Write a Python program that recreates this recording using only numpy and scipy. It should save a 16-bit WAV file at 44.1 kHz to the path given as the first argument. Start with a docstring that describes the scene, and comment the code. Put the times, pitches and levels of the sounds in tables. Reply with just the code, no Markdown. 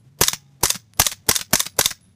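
"""Six shots from a suppressed self-loading pistol in open desert, a few metres away.
Each shot is shaped noise for the spit of gas, decaying tones for a hollow pop, and a low pressure thump.
Noise bursts and steel modes make the bolt's rear stop, slide, feed and lock-up; bullets smack into dirt.
Scrub scatters a short noise tail; spent cases tink and a faint ricochet sings over a low rumble and hum."""
import sys
import numpy as np
from scipy import signal
from scipy.io import wavfile

SR = 44100
rng = np.random.default_rng(int(sys.argv[2]) if len(sys.argv) > 2 else 0)


def log_audio(samples):
    """Write samples as a 16-bit WAV file to the path given in sys.argv[1]."""
    # one column per channel
    frames = np.atleast_2d(samples).T
    # limit to full scale, then quantise
    limited = np.clip(frames, -1, 1)
    pcm = np.round(limited * 32767).astype(np.int16)
    wavfile.write(sys.argv[1], SR, pcm)


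N = 94815
T = np.arange(int(0.25 * SR)) / SR  # time axis of one short event [s]


def amp(db):
    """Decibels to gain."""
    return 10 ** (np.asarray(db) / 20)


def add(mix, time_s, sound):
    """Mixes a sound in at a time, cutting it at the end of the mix."""
    part = mix[max(round(time_s * SR), 0):][:len(sound)]
    part += sound[:len(part)]


def colour(x, spectrum):
    """Minimum-phase filter of unit energy with the given spectrum."""
    hz, db = np.transpose(spectrum)
    bin_hz = abs(np.fft.fftfreq(8192, 1 / SR))
    bin_db = np.interp(np.log(bin_hz + 1), np.log(hz), db)
    log_gain = np.log(amp(bin_db))
    response = np.exp(np.conj(signal.hilbert(log_gain)))
    taps = np.fft.ifft(response).real[:4096]
    return signal.fftconvolve(x, taps / np.linalg.norm(taps))[:len(x)]


def burst(attack_s, hold_s, decay_s):
    """Noise that rises linearly, holds and dies away exponentially."""
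    rise = np.minimum(T / attack_s, 1)
    fall = np.exp(-np.maximum(T - hold_s, 0) / decay_s)
    return rng.standard_normal(len(T)) * rise * fall


def thump(width_s, centre_s):
    """One slow swing of air pressure."""
    u = (T - centre_s) / width_s
    return u * np.exp((1 - u ** 2) / 2)


def gritty(x, spread_db, grain_s=0.001):
    """Breaks a sound into uneven grains."""
    knots = np.arange(0, len(x), SR * grain_s)
    grains = np.clip(rng.standard_normal(len(knots)), -2, 2)
    return x * amp(spread_db * np.interp(np.arange(len(x)), knots, grains))


def ring(x, modes):
    """Decaying modes of the metal, each of unit energy before its level, driven by x."""
    body = 0
    for hz, db, t60_s in modes:
        mode = amp(-60 * T / t60_s) * np.sin(2 * np.pi * hz * T)
        body = body + amp(db) * mode / np.linalg.norm(mode)
    return signal.fftconvolve(x, body)[:len(x)]


# shots: (time [s], gas level [dB], gas decay [s], low pop level [dB], low pop pitch [Hz],
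#         high pop level [dB], high pop pitch [Hz], thump level [dB])
SHOTS = [(0.2112, -8.5, 0.0071, -9.5, 421.5, -18, 1060, -19),
         (.6330, -11, 0.0083, -20.5, 429, -12, 865, -19), (0.996, -5.5, 0.0037, -10, 743, -17, 1163, -17),
         (1.2890, -7, 0.0044, -23.5, 433, -19.5, 795, -26.5),
         (1.532, -8.5, 0.0059, -17.5, 201, -12, 653, -32), (1.7888, -9, 0.005, -11, 569, -17.5, 977, -32)]
# gas spectrum: (frequency [Hz], level [dB per Hz])
GAS_SPECTRUM = [(40, -7), (170, 9), (300, -6.5), (700, 4), (1100, 6), (1300, 4.5), (1700, 8.5),
                (2500, -0.5), (4000, 2.5), (6200, 7.5), (8500, 4.5), (12000, 5.5), (15000, -1.5)]
# low puff spectrum: (frequency [Hz], level [dB per Hz])
PUFF_SPECTRUM = [(20, -18), (80, -7.5), (300, -3.5), (600, -5), (1500, -20), (15000, -39)]
# suppressor tube modes: (frequency [Hz], level [dB], t60 [s])
TUBE_MODES = [(6250, -6.5, 0.049), (6470, -16.5, 0.036), (7090, -10, .02)]
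POP_RISE_S = 0.0026


def muzzle():
    """The spit of gas, with a hollow two-note pop, a thump, a low puff and the ring of the suppressor tube."""
    gas, low, puff = np.zeros((3, N))
    pop = (T / POP_RISE_S * np.exp(1 - T / POP_RISE_S)) ** 2
    for time_s, gas_db, decay_s, low_db, low_hz, high_db, high_hz, thump_db in SHOTS:
        add(gas, time_s, amp(gas_db) * burst(attack_s=0.0008, hold_s=0.005, decay_s=decay_s))
        for pop_db, hz in (low_db, low_hz), (high_db, high_hz):
            add(low, time_s, amp(pop_db) * pop * np.sin(2 * np.pi * hz * T))
        add(low, time_s, amp(thump_db) * thump(width_s=0.002, centre_s=0.0042))
        add(puff, time_s, burst(attack_s=0.00012, hold_s=0.011, decay_s=0.0048))
    tube = amp(-6.5) * ring(gas, TUBE_MODES)
    return colour(gas, GAS_SPECTRUM) + tube + low + amp(-22.5) * colour(puff, PUFF_SPECTRUM)


SWELL_LEAD_S, SWELL_RISE_S, SWELL_DB = 0.038, 0.011, -38


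def swell():
    """A soft low swell of noise rises exponentially into each blast."""
    out = np.zeros(N)
    rise = np.exp(np.minimum(T - SWELL_LEAD_S, 0) / SWELL_RISE_S) * (T < SWELL_LEAD_S)
    for time_s, *_ in SHOTS:
        add(out, time_s - SWELL_LEAD_S, rise * rng.standard_normal(len(T)))
    return amp(SWELL_DB) * colour(out, PUFF_SPECTRUM)


BOLT_T60_S = 0.022


def clank(modes):
    """Briefly ringing steel, struck once; each mode is detuned by up to 1 %."""
    tone = 0
    for hz, db in modes:
        tone = tone + amp(db) * np.cos(2 * np.pi * hz * rng.uniform(0.99, 1.01) * T)
    return amp(-60 * T / BOLT_T60_S) * tone


# bolt at its rear stop: (time [s], level [dB])
REAR_STOPS = [(0.235, -8.5), (0.6556, -10), (1.0175, -10), (1.3120, -9.5), (1.5548, -10), (1.8104, -9)]
# a round is stripped from the magazine: (time [s], level [dB])
FEEDS = [(0.273, -20.5), (0.6963, -23), (1.057, -21), (1.3531, -16.5), (1.5949, -18.5), (1.8504, -21)]
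# bolt slams shut: (time [s], level [dB], thud level [dB])
LOCKUPS = [(0.2827, -9.5, -53.5), (0.703, -10.5, -47.5), (1.0658, -10.5, -35.5), (1.3614, -12, -56),
           (1.603, -12, -52.5), (1.8580, -9, -27)]
# spectra of rear stop, lock-up, slide and feed: (frequency [Hz], level [dB per Hz])
REAR_SPECTRUM = [(60, 0.5), (300, -18), (850, -13), (1080, 1), (1370, -9), (1600, 0.5), (2100, -7),
                 (2500, -7.5), (3300, -3.5), (6200, 1.5), (10000, -5.5), (15000, -14)]
SHUT_SPECTRUM = [(60, -37), (330, -22.5), (560, 2), (780, -17), (1050, 4), (1500, -3.5), (1900, 4.5),
                 (2500, -2.5), (4400, 5), (7500, 4.5), (10000, 1), (15000, 0.5)]
SLIDE_SPECTRUM = [(100, -16.5), (350, -25), (1100, -9), (2000, -7), (2800, -9), (6200, -0.5), (8500, -2),
                  (11500, -6), (15000, -23.5)]
# bolt modes at rear stop and lock-up: (frequency [Hz], level [dB])
REAR_MODES = [(4400, -16), (6270, -8.5), (1590, -10.5), (1040, -13), (2014, -7)]
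SHUT_MODES = [(560, -23.5), (1080, -18.5), (1910, -16.5), (3580, -3), (3680, 0), (4716, -8), (5925, -1.5),
              (6330, 1)]
TRIGGER_LEAD_S, TRIGGER_DB = 0.0232, -45  # small click, likely the trigger
HAMMER_LEAD_S, SLIDE_DELAY_S = 0.0044, 0.027
SHUT_RING_DB = -1.5  # relative to the slam
SPRING_HZ, SPRING_T60_S, SPRING_DB = 15035, 0.17, -26.5  # level relative to the slam


def action():
    """Trigger, hammer fall, rear stop, the scraping slide forward, feeding, and lock-up with the spring ringing."""
    rear, slide, feed, shut, body = np.zeros((5, N))
    for time_s, *_ in SHOTS:
        trigger = burst(attack_s=0.00046, hold_s=0.00096, decay_s=0.007)
        hammer = burst(attack_s=0.00012, hold_s=0.003, decay_s=0.0018)
        scrape = burst(attack_s=0.006, hold_s=0.056, decay_s=0.022)
        add(shut, time_s - TRIGGER_LEAD_S, amp(TRIGGER_DB) * trigger)
        add(shut, time_s - HAMMER_LEAD_S, amp(-29.5) * hammer)
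        add(slide, time_s + SLIDE_DELAY_S, amp(-30.5) * scrape)
    for time_s, db in REAR_STOPS:
        add(rear, time_s, amp(db) * burst(attack_s=0.0004, hold_s=0.002, decay_s=0.0035))
        add(body, time_s, amp(db) * clank(REAR_MODES))
    for time_s, db in FEEDS:
        add(feed, time_s, amp(db) * burst(attack_s=0.0008, hold_s=0.003, decay_s=0.002))
    spring = amp(-60 * T / SPRING_T60_S) * np.sin(2 * np.pi * SPRING_HZ * T)
    for time_s, db, thud_db in LOCKUPS:
        add(shut, time_s, amp(db) * burst(attack_s=0.0004, hold_s=0.003, decay_s=0.002))
        add(body, time_s, amp(db + SHUT_RING_DB) * clank(SHUT_MODES))
        add(body, time_s, amp(db + SPRING_DB) * spring)
        add(body, time_s, amp(thud_db) * thump(width_s=0.002, centre_s=0.0022))
    travel = colour(gritty(slide, spread_db=5.0) + feed, SLIDE_SPECTRUM)
    return colour(rear, REAR_SPECTRUM) + colour(shut, SHUT_SPECTRUM) + travel + body


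# bullets and flung dirt land downrange: (time [s], level [dB], thud level [dB])
IMPACTS = [(0.3319, -19.5, -30.5), (0.3423, -31, -61.5), (0.745, -25, -42), (0.755, -24.5, -29.5),
           (1.1151, -25, -53), (1.1232, -25.5, -42), (1.3897, -24, -54.5), (1.4116, -24, -39.5),
           (1.657, -30.5, -52), (1.664, -22.5, -40.5), (1.9059, -23, -57), (1.9136, -28, -40)]
# dirt spectrum: (frequency [Hz], level [dB per Hz])
DIRT_SPECTRUM = [(100, -2), (400, -9.5), (1200, -2.5), (2000, 1), (3000, -1), (5000, 1.5), (8000, -2.5),
                 (10000, -7.5), (15000, -12.5)]
THUD_HZ, THUD_RISE_S = 180, 0.0034


def impacts():
    """A gritty noise smack and a dull decaying thud from the dirt."""
    grit, thud = np.zeros((2, N))
    thud_shape = T / THUD_RISE_S * np.exp(1 - T / THUD_RISE_S)
    for time_s, db, thud_db in IMPACTS:
        add(grit, time_s, amp(db) * burst(attack_s=0.00022, hold_s=0.0013, decay_s=0.0058))
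        add(thud, time_s, amp(thud_db) * thud_shape * np.sin(2 * np.pi * THUD_HZ * T))
    return colour(gritty(grit, spread_db=4.5), DIRT_SPECTRUM) + thud


# spent cases land: (time [s], tick level [dB], ring level [dB], ring t60 [s])
CASES = [(0, -62, -68, .13), (0.9364, -24.5, -59, 0.27), (1.691, -52, -57, .3), (2.01, -41.5, -60.5, 0.5)]
# two close pitches of the brass: (frequency [Hz], level [dB])
CASE_MODES = [(10595, 0), (10690, -2)]


def cases():
    """Spent brass ticks on the ground and rings thinly, fluttering as it tumbles."""
    tick, brass = np.zeros((2, N))
    t = np.arange(SR) / SR
    tone = sum(amp(db) * np.sin(2 * np.pi * hz * t) for hz, db in CASE_MODES)
    for time_s, tick_db, ring_db, t60_s in CASES:
        add(tick, time_s, amp([tick_db]))  # one-sample click
        add(brass, time_s, amp(ring_db) * amp(-60 * t / t60_s) * tone)
    return colour(tick, DIRT_SPECTRUM) + gritty(brass, spread_db=3, grain_s=0.007)


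WHINE_START_S, WHINE_HZ, WHINE_SAG_HZ_PER_S = 0.34, 836, 130
WHINE_DB, WHINE_FADE_DB_PER_S, WHINE_FIFTH_DB = -68.5, 27.5, -9


def ricochet():
    """A tumbling bullet whines away on two notes a fifth apart, falling in pitch."""
    t = np.maximum(np.arange(N) / SR - WHINE_START_S, 0)
    phase = 2 * np.pi * np.cumsum(WHINE_HZ - WHINE_SAG_HZ_PER_S * t) / SR
    notes = np.sin(phase) + amp(WHINE_FIFTH_DB) * np.sin(1.5 * phase)
    return np.minimum(t / 0.02, 1) * amp(WHINE_DB - WHINE_FADE_DB_PER_S * t) * notes


# near and far scatter spectra: (frequency [Hz], level [dB per Hz])
NEAR_SPECTRUM = [(60, -22), (400, -17.5), (1100, -6.5), (2800, -3.5), (4200, -2.5), (6200, 1.5),
                 (8500, -9.5), (12000, -9.5), (15000, 1)]
FAR_SPECTRUM = [(100, -12), (1000, -3), (2000, 4), (6000, 2), (9000, -9.5), (15000, -24.5)]


def desert(x, near_db, near_t60_s, far_db, far_t60_s):
    """Ground and scrub scatter a quick bright tail and a faint, duller long one, both dying unevenly."""
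    t = np.arange(SR) / SR
    near, far = rng.standard_normal((2, SR)) * np.minimum(t / 0.007, 1)
    near = near * amp(-60 * t / near_t60_s)
    far = far * amp(-60 * t / far_t60_s)
    near_tail = amp(near_db) * colour(near / np.linalg.norm(near), NEAR_SPECTRUM)
    far_tail = amp(far_db) * colour(far / np.linalg.norm(far), FAR_SPECTRUM)
    scattered = signal.fftconvolve(x, near_tail + far_tail)[:N]
    return gritty(scattered, spread_db=2.8, grain_s=0.003)


# rumble spectrum: (frequency [Hz], level [dB per Hz])
RUMBLE_SPECTRUM = [(20, -27.5), (50, -17.5), (90, -3), (135, -1), (200, -3.5), (300, -17.5), (500, -24.5),
                   (1200, -30.5), (7000, -37.5), (15000, -47)]
RUMBLE_DB, RUMBLE_FALL_DB_PER_S = -56.5, 0.5


def rumble():
    """Low, gently lumpy outdoor noise that eases off steadily."""
    knots = np.linspace(0, N, num=40)
    lumps_db = 1.5 * np.interp(np.arange(N), knots, rng.standard_normal(len(knots)))
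    level_db = RUMBLE_DB - RUMBLE_FALL_DB_PER_S * np.arange(N) / SR + lumps_db
    noise = gritty(rng.standard_normal(N), spread_db=1.6, grain_s=0.012)
    return amp(level_db) * colour(noise, RUMBLE_SPECTRUM)


# wavering hum: (time [s], pitch [Hz], level [dB])
HUM = [(0, 110.8, -52.5), (0.149, 148.1, -51), (0.559, 136.2, -51.5), (0.952, 99.3, -52),
       (2.15, 91.64, -58.5)]


def hum():
    """A far low sine hum that drifts in pitch and level."""
    time_s, hz, db = np.transpose(HUM)
    t = np.arange(N) / SR
    phase = 2 * np.pi * np.cumsum(np.interp(t, time_s, hz)) / SR
    return amp(np.interp(t, time_s, db)) * np.sin(phase)


def scene():
    """Sums all layers; the blast lights up the landscape more than the action does."""
    blast, metal, dirt = swell() + muzzle(), action(), impacts()
    tail = desert(blast + dirt + amp(-3.0) * metal,
                  near_db=-14.5, near_t60_s=0.16, far_db=-44.5, far_t60_s=0.94)
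    return (blast + metal + dirt + tail + cases() + ricochet() + rumble() + hum())[None]


LOW_CUT_HZ, HIGH_CUT_HZ = 14, 15400


def record(dry):
    """The microphone sheds the deepest bass and the loudest peaks overload softly; then the band limit."""
    low_cut = signal.butter(2, LOW_CUT_HZ, "high", fs=SR, output="sos")
    dry = signal.sosfilt(low_cut, dry)
    ceiling = amp(-1.2)
    limited = dry / (1 + (dry / ceiling) ** 4) ** 0.25
    band_limit = signal.firwin(301, HIGH_CUT_HZ, window=("kaiser", 8), fs=SR)
    return signal.oaconvolve(limited, band_limit[None], "same")


dry = scene()
out = record(dry)
log_audio(out)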